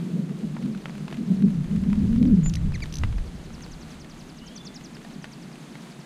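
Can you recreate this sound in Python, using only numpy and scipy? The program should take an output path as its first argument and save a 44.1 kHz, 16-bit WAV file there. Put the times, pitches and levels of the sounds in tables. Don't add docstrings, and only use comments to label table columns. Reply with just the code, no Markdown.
import sys
import numpy as np
from scipy import signal
from scipy.fft import rfft, irfft, next_fast_len
from scipy.io import wavfile
from scipy.ndimage import uniform_filter1d, minimum_filter1d, map_coordinates

SR = 44100
rng = np.random.default_rng(int(sys.argv[2]) if len(sys.argv) > 2 else 0)


def ratio(d):
    e = np.asarray(d, float) / 20
    return 10 ** e


def transcribe(signal):
    frames = np.atleast_2d(signal).T
    limited = np.clip(frames, -1, 1)
    pcm = np.round(limited * 32767).astype(np.int16)
    wavfile.write(sys.argv[1], SR, pcm)


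N = 266849
TIME = np.arange(N) / SR


def unit(x):
    return x / np.sqrt(np.mean(np.abs(x) ** 2) + 1e-20)


def along(points, hz):
    point_hz, level_db = np.transpose(points)
    return np.interp(np.log(hz + 1), np.log(point_hz + 1), level_db)


def curves(rows):
    start_s, *columns = np.transpose(rows)
    return [np.interp(TIME, start_s, column) for column in columns]


def swells(start_s, half_s):
    away_s = TIME - np.asarray(start_s)[:, None]
    return np.exp(-(away_s / np.reshape(half_s, (-1, 1))) ** 2)


def wobble(rate):
    knots = rng.standard_normal(int(N * 400 / SR))
    return unit(map_coordinates(knots, [TIME * min(rate, 390)]))


def noise(spectrum):
    size = next_fast_len(N + 8192)
    white = rfft(rng.standard_normal(size))
    colour = ratio(along(spectrum, np.fft.rfftfreq(size, 1 / SR)))
    return unit(irfft(white * colour, size)[:N])


def evened(x, seconds, share):
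    power = np.abs(uniform_filter1d(np.abs(x) ** 2, max(int(seconds * SR), 2))) + .02
    return unit(x * power ** (-np.clip(share, 0, 1) / 2))


def butter(order, hz, kind):
    return signal.butter(order, hz, kind, fs=SR, output="sos")


def add(x, start_s, piece):
    seat = x[max(round(start_s * SR), 0):][:len(piece)]
    seat += piece[:len(seat)]


def echoes(x, t60, wet_db):
    t = np.arange(SR // 4) / SR
    tail = ratio(-60 * t / t60) * rng.standard_normal(len(t))
    tail /= np.linalg.norm(tail)
    return x + ratio(wet_db) * signal.fftconvolve(np.pad(x, (200, 0)), tail)[:N]


# pitch_hz [Hz], level_db [dB per Hz]
HUM_COLOUR = [(56, -53), (95, -57), (107, -21), (142, 0.5), (183, -6), (228, -4.5), (340, -18.5),
              (440, -33.5), (750, -120)]
# pitch_hz [Hz], level_db [dB per Hz]
HEAVE_COLOUR = [(10, -17), (20, -2.5), (45, -4.5), (65, -5.5), (85, -22), (200, -120)]
# pitch_hz [Hz], level_db [dB per Hz]
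THUD_COLOUR = [(25, -120), (50, -34), (68, 2.5), (112, -5), (140, -9), (300, -26), (600, -120)]
# pitch_hz [Hz], level_db [dB per Hz]
FLUTTER_COLOUR = [(130, -120), (240, -20), (320, 2.5), (450, -3), (650, -15.5), (1000, -47.5)]


def air():
    hum_db, hum_hz, heave_db, thud_db, flutter_db = flow()
    eddies = evened(wobble(60) + 1j * wobble(60), seconds=.06, share=.7)
    swirl = evened(wobble(150) + 1j * wobble(150), seconds=.15, share=.1)
    turns = 2j * np.pi * np.cumsum(hum_hz) / SR
    shed = unit(np.real(eddies * np.exp(turns) + .6 * swirl * np.exp(.9 * turns)))

    narrow = np.clip((np.maximum(hum_db, heave_db + 9) + 42) / 20, .05, .95)
    broad = evened(noise(HUM_COLOUR), seconds=.15, share=.68)
    hum = ratio(hum_db) * (np.sqrt(narrow) * shed + np.sqrt(1 - narrow) * broad)
    hum = signal.sosfiltfilt(butter(6, 130, "highpass"), hum)
    octave = signal.sosfiltfilt(butter(4, 220, "highpass"), hum ** 2)

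    heave = ratio(heave_db) * evened(noise(HEAVE_COLOUR), seconds=.11, share=.45)
    thud = ratio(thud_db) * evened(noise(THUD_COLOUR), seconds=.093, share=1)
    flutter = ratio(flutter_db + 2.1 * wobble(25)) * noise(FLUTTER_COLOUR)
    return hum + .34 * octave + heave + thud + flutter


# start_s [s], flow_db [dB], pitch_hz [Hz], gust_db [dB]
AIR_FLOW = [(0, -25, 170.6, -75), (0.3, -32, 169.4, -62), (0.6, -31, 179.1, -56), (0.85, -34, 191, -59),
            (1.1, -37.5, 178.4, -59), (1.4, -25.5, 200, -48), (1.62, -26, 152, -42),
            (1.85, -23.5, 200.9, -38), (2.1, -23, 199.2, -30), (2.28, -17, 255.4, -27.5),
            (2.45, -20, 148.5, -37), (2.65, -28, 163.7, -25), (2.92, -37, 146.2, -43),
            (3.1, -37.5, 145.3, -26.5), (3.36, -40, 151.4, -45.5), (4.0, -43.5, 176.7, -52.5),
            (5.0, -42, 171.2, -61), (6.05, -43, 180.4, -71)]
# start_s [s], lift_db [dB], half_width_s [s], pitch_hz [Hz]
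WING_PUFFS = [(0.09, -5, 0.037, 171.1), (0.317, 8.5, .012, 200.5), (0.44, 3.5, .025, 199.8),
              (0.6, -3, .015, 189.6), (1.88, 3, 0.025, 199.4), (2.28, 0.5, 0.022, 259.9),
              (0.128, 8.5, 0.02, 177.4), (0.191, 6, 0.036, 201.3), (0.5, 0, 0.043, 170.5),
              (0.672, 6.5, 0.053, 225.6), (0.83, -10.5, 0.028, 228.9), (1.025, 4.5, 0.04013, 215.6),
              (1.14, -0.5, .03, 218.3), (1.208, 10.5, 0.024, 222.2), (1.259, -6, 0.012, 216.5),
              (1.307, 14, 0.03, 195.5), (1.447, 14.5, 0.034, 204.4), (1.59, 5.5, 0.048, 156.8),
              (1.659, -6, 0.025, 149), (1.739, 3, 0.046, 187), (1.802, -10.5, 0.011, 209),
              (2.0, 2.5, 0.017, 211.8), (2.03, 5, 0.016, 211.1), (2.225, 5.5, 0.031, 245.4),
              (2.351, 6.5, 0.0308, 186.7), (2.57, -9, 0.045, 148.8), (2.67, 6, .025, 171.1),
              (2.77, 2, 0.037, 137), (3.03, 8, 0.042, 137), (5.17, 5.5, .03, 178.2),
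              (5.41, 3.5, 0.059, 155.8), (5.729, 3, 0.054, 194.4)]
# start_s [s], lift_db [dB], quick_over_slow_db [dB]
GUST_SHOVES = [(0.12, 6, -12), (0.5, 0, -6), (1.3, -11, -8), (1.8, 2.5, 15), (2.029, -2, 22),
               (2.17, 0.5, 0), (2.22, -4, 9), (2.351, 6, -1), (2.4, -12, 13), (2.45, 6.5, -16),
               (2.57, -1, 10), (3.029, 5.5, 10), (3.19, 3.5, -8), (3.759, -4, -23), (4.37, -3, -11),
               (4.59, -5, -1), (5.17, 1, -6), (5.64, -5, 0)]
# start_s [s], flutter_lift_db [dB]
FEATHERS_NEAR = [(0, 8), (0.6, 3), (1.1, 2), (1.4, 0.5), (1.7, 1), (2.2, -0.5), (2.6, 1), (3.2, 5),
                 (4.0, 0.5), (6.05, 0.5)]


def flow():
    flow_db, hum_hz, gust_db = curves(AIR_FLOW)
    start_s, lift_db, half_s, puff_hz = np.transpose(WING_PUFFS)
    bells = swells(start_s, half_s)
    hum_db = flow_db + lift_db @ bells
    pull = np.clip(1.5 * bells, 0, 1)
    pulled = pull.sum(0)
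    hum_hz = hum_hz + (puff_hz @ pull - hum_hz * pulled) / np.maximum(pulled, 1)

    start_s, lift_db, quick_db = np.transpose(GUST_SHOVES)
    bells = swells(start_s, half_s=.042)
    gust_db = gust_db + lift_db @ bells
    tip_db = (-3 + quick_db @ bells) / 2

    flutter_db = -56 + .29 * (hum_db + 41.5) + .0974 * (hum_hz - 170) + curves(FEATHERS_NEAR)[0]
    return hum_db, hum_hz, gust_db - tip_db, gust_db + tip_db, flutter_db


# start_s [s], peak_db [dB], pitch_hz [Hz], rattle_db [dB], sharpness_db [dB]
NEAR_DROPS = [(0.294, -34, 1490, -10, -3), (0.565, -26.5, 1152, 1.5, -18), (0.7472, -32, 1350, -4, -4),
              (0.856, -18, 1300, -14, 2), (0.883, -34, 1119, -8, -1), (0.895, -27, 970, -11, -3),
              (0.952, -31.5, 974, -5, -2.5), (0.979, -35, 968, -5.5, 1.5), (1.079, -29, 2245, -0.5, -1),
              (1.102, -36, 2142, -4, 1), (1.125, -22.5, 1667, -5, -2.5), (1.422, -34, 1490, -9, 6),
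              (1.761, -35, 1300, -6, 4.5), (1.929, -26, 1099, -11.5, 5.5), (2.227, -28, 3001, -12, 6),
              (2.252, -37, 1500, 1, 0), (2.459, -27.5, 1038, -4.5, 2.5), (2.72, -32.5, 944.4, -7, 1),
              (2.804, -30.5, 2380, -22, 5.5), (2.8567, -30, 2396, -9, 4), (3.035, -13.5, 1150, -12.5, -0.5),
              (3.125, -37.5, 917, -1, 1), (3.181, -26.5, 1651, -4.5, -5), (3.504, -30.5, 798, -10, -20),
              (4.044, -36.5, 913, -4, 1.5), (4.967, -35, 1320, -3, 1), (5.047, -35, 1876, -9, -1),
              (5.242, -22.5, 1490, -10, 5), (5.515, -32, 1638, -8, -11), (5.753, -32, 2140, -4.5, -1.5)]
# start_s [s], peak_db [dB]
SMALL_DROPS = [(0.389, -47), (0.625, -39), (0.658, -39), (0.7739, -35), (1.111, -37), (1.142, -32.5),
               (1.169, -36), (1.503, -41), (1.545, -42), (1.395, -48), (1.818, -48), (2.152, -44),
               (2.128, -40), (1.481, -40), (1.642, -39), (1.711, -41), (1.835, -38.5), (1.899, -37),
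               (1.955, -36.5), (2.159, -35), (2.429, -40), (2.464, -48), (2.777, -44), (2.8015, -51),
               (2.866, -47), (3.02, -45.5), (3.0325, -37), (3.046, -37), (3.606, -39), (3.661, -39),
               (4.097, -42), (4.809, -38.5), (4.9493, -45), (5.017, -44), (5.253, -36.5), (5.333, -49),
               (5.555, -42), (5.747, -46), (5.899, -55), (5.991, -45)]


def drops():
    out, t = np.zeros(N), np.arange(SR // 20) / SR
    leaf_band = butter(2, [250, 2600], "bandpass")
    spray_band = butter(2, [4000, 11000], "bandpass")
    soft = butter(2, 2000, "lowpass")
    late = np.clip(t - .0012, 0, 1)
    small = [(s, db, 2000 * ratio(rng.normal(0, 2.9)), -.5, 0) for s, db in SMALL_DROPS]
    rattle_fade = ratio(-60 * late / .018) + .17 * ratio(-60 * late / .1)
    rattle_fade *= 1 - np.exp(-late / .0003)
    spray_fade = ratio(-60 * late / .0029) * (late > -.0003)

    for start_s, peak_db, ring_hz, rattle_db, sharp_db in NEAR_DROPS + small:
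        u = (t - .0014) * np.sqrt(ring_hz * 3800)
        push = np.cos(1.5 * np.pi * u - .6) * np.exp(-(u / .4) ** 2)
        push += .2 * np.sin(.6 * np.pi * u) * np.exp(-(u / 1.5) ** 2)
        ring = .09 * np.sin(2 * np.pi * ring_hz * late) * ratio(-60 * late / .015)
        hiss = rng.standard_normal((2, len(t)))
        rattle = unit(signal.sosfilt(leaf_band, hiss[0])) * rattle_fade
        spray = unit(signal.sosfilt(spray_band, hiss[1])) * spray_fade
        spray_db = -17 - .95 * (peak_db + 40)
        hit = push + ring + ratio(rattle_db - 4) * rattle + ratio(spray_db) * spray
        body = signal.sosfiltfilt(soft, hit)
        add(out, start_s, ratio(peak_db) * (body + ratio(sharp_db) * (hit - body)))
    return out


# start_s [s], pitch_hz [Hz], level_db [dB], t60_s [s]
PLASTIC_RINGS = [
    (3.0374, 2037, -29.5, 0.022),
    (0.565, 1092, -36, 0.021),
    (0.857, 1290, -38, 0.04),
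    (1.931, 940, -40, 0.062),
    (5.049, 709, -35, 0.027),
    (5.048, 1834, -41, 0.047),
    (5.754, 2170, -37, 0.015),
]


def feeder():
    out, t = np.zeros(N), np.arange(SR // 10) / SR
    for start_s, pitch_hz, level_db, t60 in PLASTIC_RINGS:
        add(out, start_s, ratio(level_db - 60 * t / t60) * np.sin(2 * np.pi * pitch_hz * t))
    return out


# start_s [s], pitch_hz [Hz], level_db [dB]
HIGH_PEEP = [(2.432, 6940, -60), (2.437, 6975, -45), (2.455, 7010, -41), (2.462, 7080, -36),
             (2.474, 7075, -37), (2.478, 7060, -40), (2.482, 7050, -36), (2.490, 7020, -42),
             (2.495, 6950, -50)]
# start_s [s], length_s [s], start_hz [Hz], end_hz [Hz], level_db [dB]
QUICK_FLICKS = [
    (2.494, 0.0072, 6900, 2000, -33),
    (2.537, 0.0057, 1890, 6700, -30.5),
    (2.5535, 0.0075, 1890, 6540, -29),
]
# start_s [s], length_s [s], start_hz [Hz], end_hz [Hz], level_db [dB]
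HOOKED_CLICKS = [
    (2.9245, 0.0068, 1930, 6270, -33),
    (2.939, 0.0082, 2110, 6280, -30),
    (2.9545, 0.006, 3400, 6360, -27.5),
    (2.969, 0.0038, 2340, 6490, -30),
    (2.9845, 0.0062, 2770, 6500, -30),
]


def chatter():
    song = whistle(HIGH_PEEP, rough_db=.3, waver_hz=0) + slurs(bright_db=2.5)
    song += notes(QUICK_FLICKS[:1], knee=.35, reach=.12, rise=.075, fall=.3, bright_db=0)
    song += notes(QUICK_FLICKS[1:], knee=.75, reach=.86, rise=.074, fall=.35, bright_db=4)
    song += notes(HOOKED_CLICKS, knee=.394, reach=.9, rise=.045, fall=.67, bright_db=1.5)
    return echoes(song, t60=.09, wet_db=-19)


def notes(rows, knee, reach, rise, fall, bright_db):
    out = np.zeros(N)
    for start_s, length_s, start_hz, end_hz, level_db in rows:
        knee_hz = start_hz + reach * (end_hz - start_hz)
        u = np.linspace(0, 1, int(length_s * SR))
        pitch_hz = np.interp(u, [0, knee, 1], [start_hz, knee_hz, end_hz])
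        pitch_hz = uniform_filter1d(pitch_hz, size=len(u) // 4, mode="nearest")
        shape = np.clip(u / rise, 0, 1) * np.clip((1 - u) / fall, 0, 1)
        add(out, start_s, ratio(level_db) * voice(pitch_hz, bright_db) * shape)
    return out


# start_s [s], pitch_hz [Hz], level_db [dB]
NASAL_SLURS = [
    [(2.737, 2750, -50), (2.741, 2550, -38), (2.750, 2150, -36), (2.758, 2000, -35), (2.7615, 1750, -38),
     (2.763, 1550, -52)],
    [(2.818, 2700, -48), (2.823, 2340, -32), (2.832, 2280, -31), (2.836, 2050, -34), (2.841, 1750, -37),
     (2.844, 1400, -50)],
    [(2.568, 2000, -50), (2.5695, 2000, -35), (2.571, 1950, -37), (2.573, 1900, -52)],
]


def slurs(bright_db):
    out = np.zeros(N)
    for rows in NASAL_SLURS:
        s, pitch_hz, level_db = np.transpose(rows)
        t = np.arange(s[0], s[-1], 1 / SR)
        tone = voice(np.interp(t, s, pitch_hz), bright_db)
        add(out, s[0], ratio(np.interp(t, s, level_db)) * tone)
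    return out


OVERTONE_LEVELS = [-5.5, -10, -19, -19]
# pitch_hz [Hz], level_db [dB]
THROAT_COLOUR = [(1500, 0), (4000, -5.5), (5200, -6), (6200, -0.5), (7200, -15), (9000, -10.5),
                 (14000, -21)]


def voice(pitch_hz, bright_db):
    phase = 2 * np.pi * np.cumsum(pitch_hz) / SR
    out = np.zeros(len(phase))
    for k, level_db in enumerate([0] + [db + bright_db for db in OVERTONE_LEVELS], 1):
        level = ratio(level_db + along(THROAT_COLOUR, k * pitch_hz))
        out += level * (k * pitch_hz < SR / 3) * np.sin(k * phase)
    return out


def whistle(rows, rough_db, waver_hz):
    pitch_hz, level_db = curves(rows)
    phase = 2 * np.pi * np.cumsum(pitch_hz + waver_hz * wobble(120)) / SR
    sounding = (TIME > rows[0][0]) & (TIME < rows[-1][0])
    tone = np.sin(phase) + .025 * np.sin(2 * phase)
    return np.sqrt(2) * ratio(level_db + rough_db * wobble(90)) * sounding * tone


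# start_s [s], notes_so_far [count], level_db [dB]
FAR_TRILL = [(0.0839, 0, -65), (0.5205, 5, -64), (0.611, 6, -58), (0.703, 7, -59), (0.795, 8, -57.5),
             (0.885, 9, -59), (1.07, 11, -63), (1.1636, 12, -58), (1.345, 14, -58.5), (1.7933, 19, -64.5),
             (2.2524, 24, -57), (2.6078, 28, -60.5), (3.3449, 36, -57.5), (3.62, 39, -49.2),
             (3.8995, 42, -53), (4.188, 45, -53.5), (4.368, 47, -53.2), (4.555, 49, -47.2),
             (4.7445, 51, -47.3), (5.0255, 54, -56.5), (5.3134, 57, -53.5), (5.5102, 59, -57.5),
             (5.802, 62, -57), (5.992, 64, -55.5)]
# start_s [s], pitch_hz [Hz], level_db [dB]
FAR_WHISTLES = [
    [(.4, 3300, -78), (.5, 3350, -74), (.6, 3280, -75), (.68, 3150, -79)],
    [(4.35, 2740, -68), (4.42, 2910, -61), (4.47, 3090, -56), (4.51, 3250, -58), (4.55, 3440, -60),
     (4.61, 3500, -59), (4.67, 3540, -62), (4.72, 3470, -72)],
]


def far_birds():
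    trill, u = np.zeros(N), np.linspace(0, 1, int(.04 * SR))
    when_s, sung, level_db = np.transpose(FAR_TRILL)
    count = np.arange(sung[-1] + 1)
    for start_s, db in zip(np.interp(count, sung, when_s), np.interp(count, sung, level_db)):
        top, bottom, fade = rng.normal(0, 1, 3)
        pitch_hz = 7100 * (1 + .008 * top) - 3450 * (1 + .015 * bottom) * u - 900 * u ** 6
        skew = np.clip(1 + (-50.5 - db) / 14, 1, 1.8)
        ripple_db = 1.8 * np.cos(2 * np.pi * (2.2 * u + .047 * fade) + 3.1)
        shape = np.sin(np.pi * u ** skew) ** .76 * ratio(ripple_db)
        tone = np.sin(2 * np.pi * np.cumsum(pitch_hz) / SR)
        add(trill, start_s - .0035, ratio(db + .2 + .3 * (db + 60)) * shape * tone)
    trill *= ratio(2.2 * wobble(200))

    distant = sum(whistle(rows, rough_db=3.5, waver_hz=32) for rows in FAR_WHISTLES)
    distant += .45 * np.pad(distant, (int(.09 * SR), 0))[:N]
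    return echoes(trill, t60=.15, wet_db=-14) + ratio(-2) * echoes(distant, t60=.2, wet_db=-1)


# pitch_hz [Hz], level_db [dB per Hz]
RAIN_COLOUR = [(260, -23), (450, -1.5), (712, 1.5), (838, -1.5), (2700, -7), (4200, -9), (5650, -15),
               (6270, -12), (10100, -18.5), (13300, -28.5), (15500, -28)]


def far_rain():
    rain_db = -51.5
    draw = rng.random((2400, 3))
    sizes_db = rain_db - 3 - 4.5 * np.log(1 - .97 * draw[:, 1])
    pitch_hz = 900 * 6 ** draw[:, 2]
    patter = ticks(draw[:, 0] * N / SR, sizes_db, pitch_hz, cycles=1)
    patter = signal.sosfilt(butter(3, 350, "highpass"), patter)
    return ratio(rain_db + .1 * wobble(.46) + .78 * wobble(12)) * noise(RAIN_COLOUR) + patter


def ticks(start_s, level_db, pitch_hz, cycles):
    k = np.arange(192)
    turns = pitch_hz[:, None] * k / SR
    rows = ratio(level_db)[:, None] * np.sin(2 * np.pi * turns) * np.exp(-turns / cycles)
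    seats = (start_s * SR).astype(int)[:, None] + k
    return np.bincount(seats.ravel(), rows.ravel(), N + len(k))[:N]


def scene():
    near = air() + drops() + feeder() + chatter()
    return (near + far_birds() + far_rain())[None]


def band_limit(x):
    return signal.sosfilt(signal.butter(12, 15330, fs=SR, output="sos"), x)


def record(dry):
    peak = -minimum_filter1d(-np.abs(dry), size=900)
    reach = uniform_filter1d(peak, size=900)
    limited = dry / (1 + (reach / .5) ** 4) ** (1 / 4)
    return band_limit(signal.sosfilt(butter(12, 15300, "lowpass"), limited))


dry = scene()
out = record(dry)
transcribe(out)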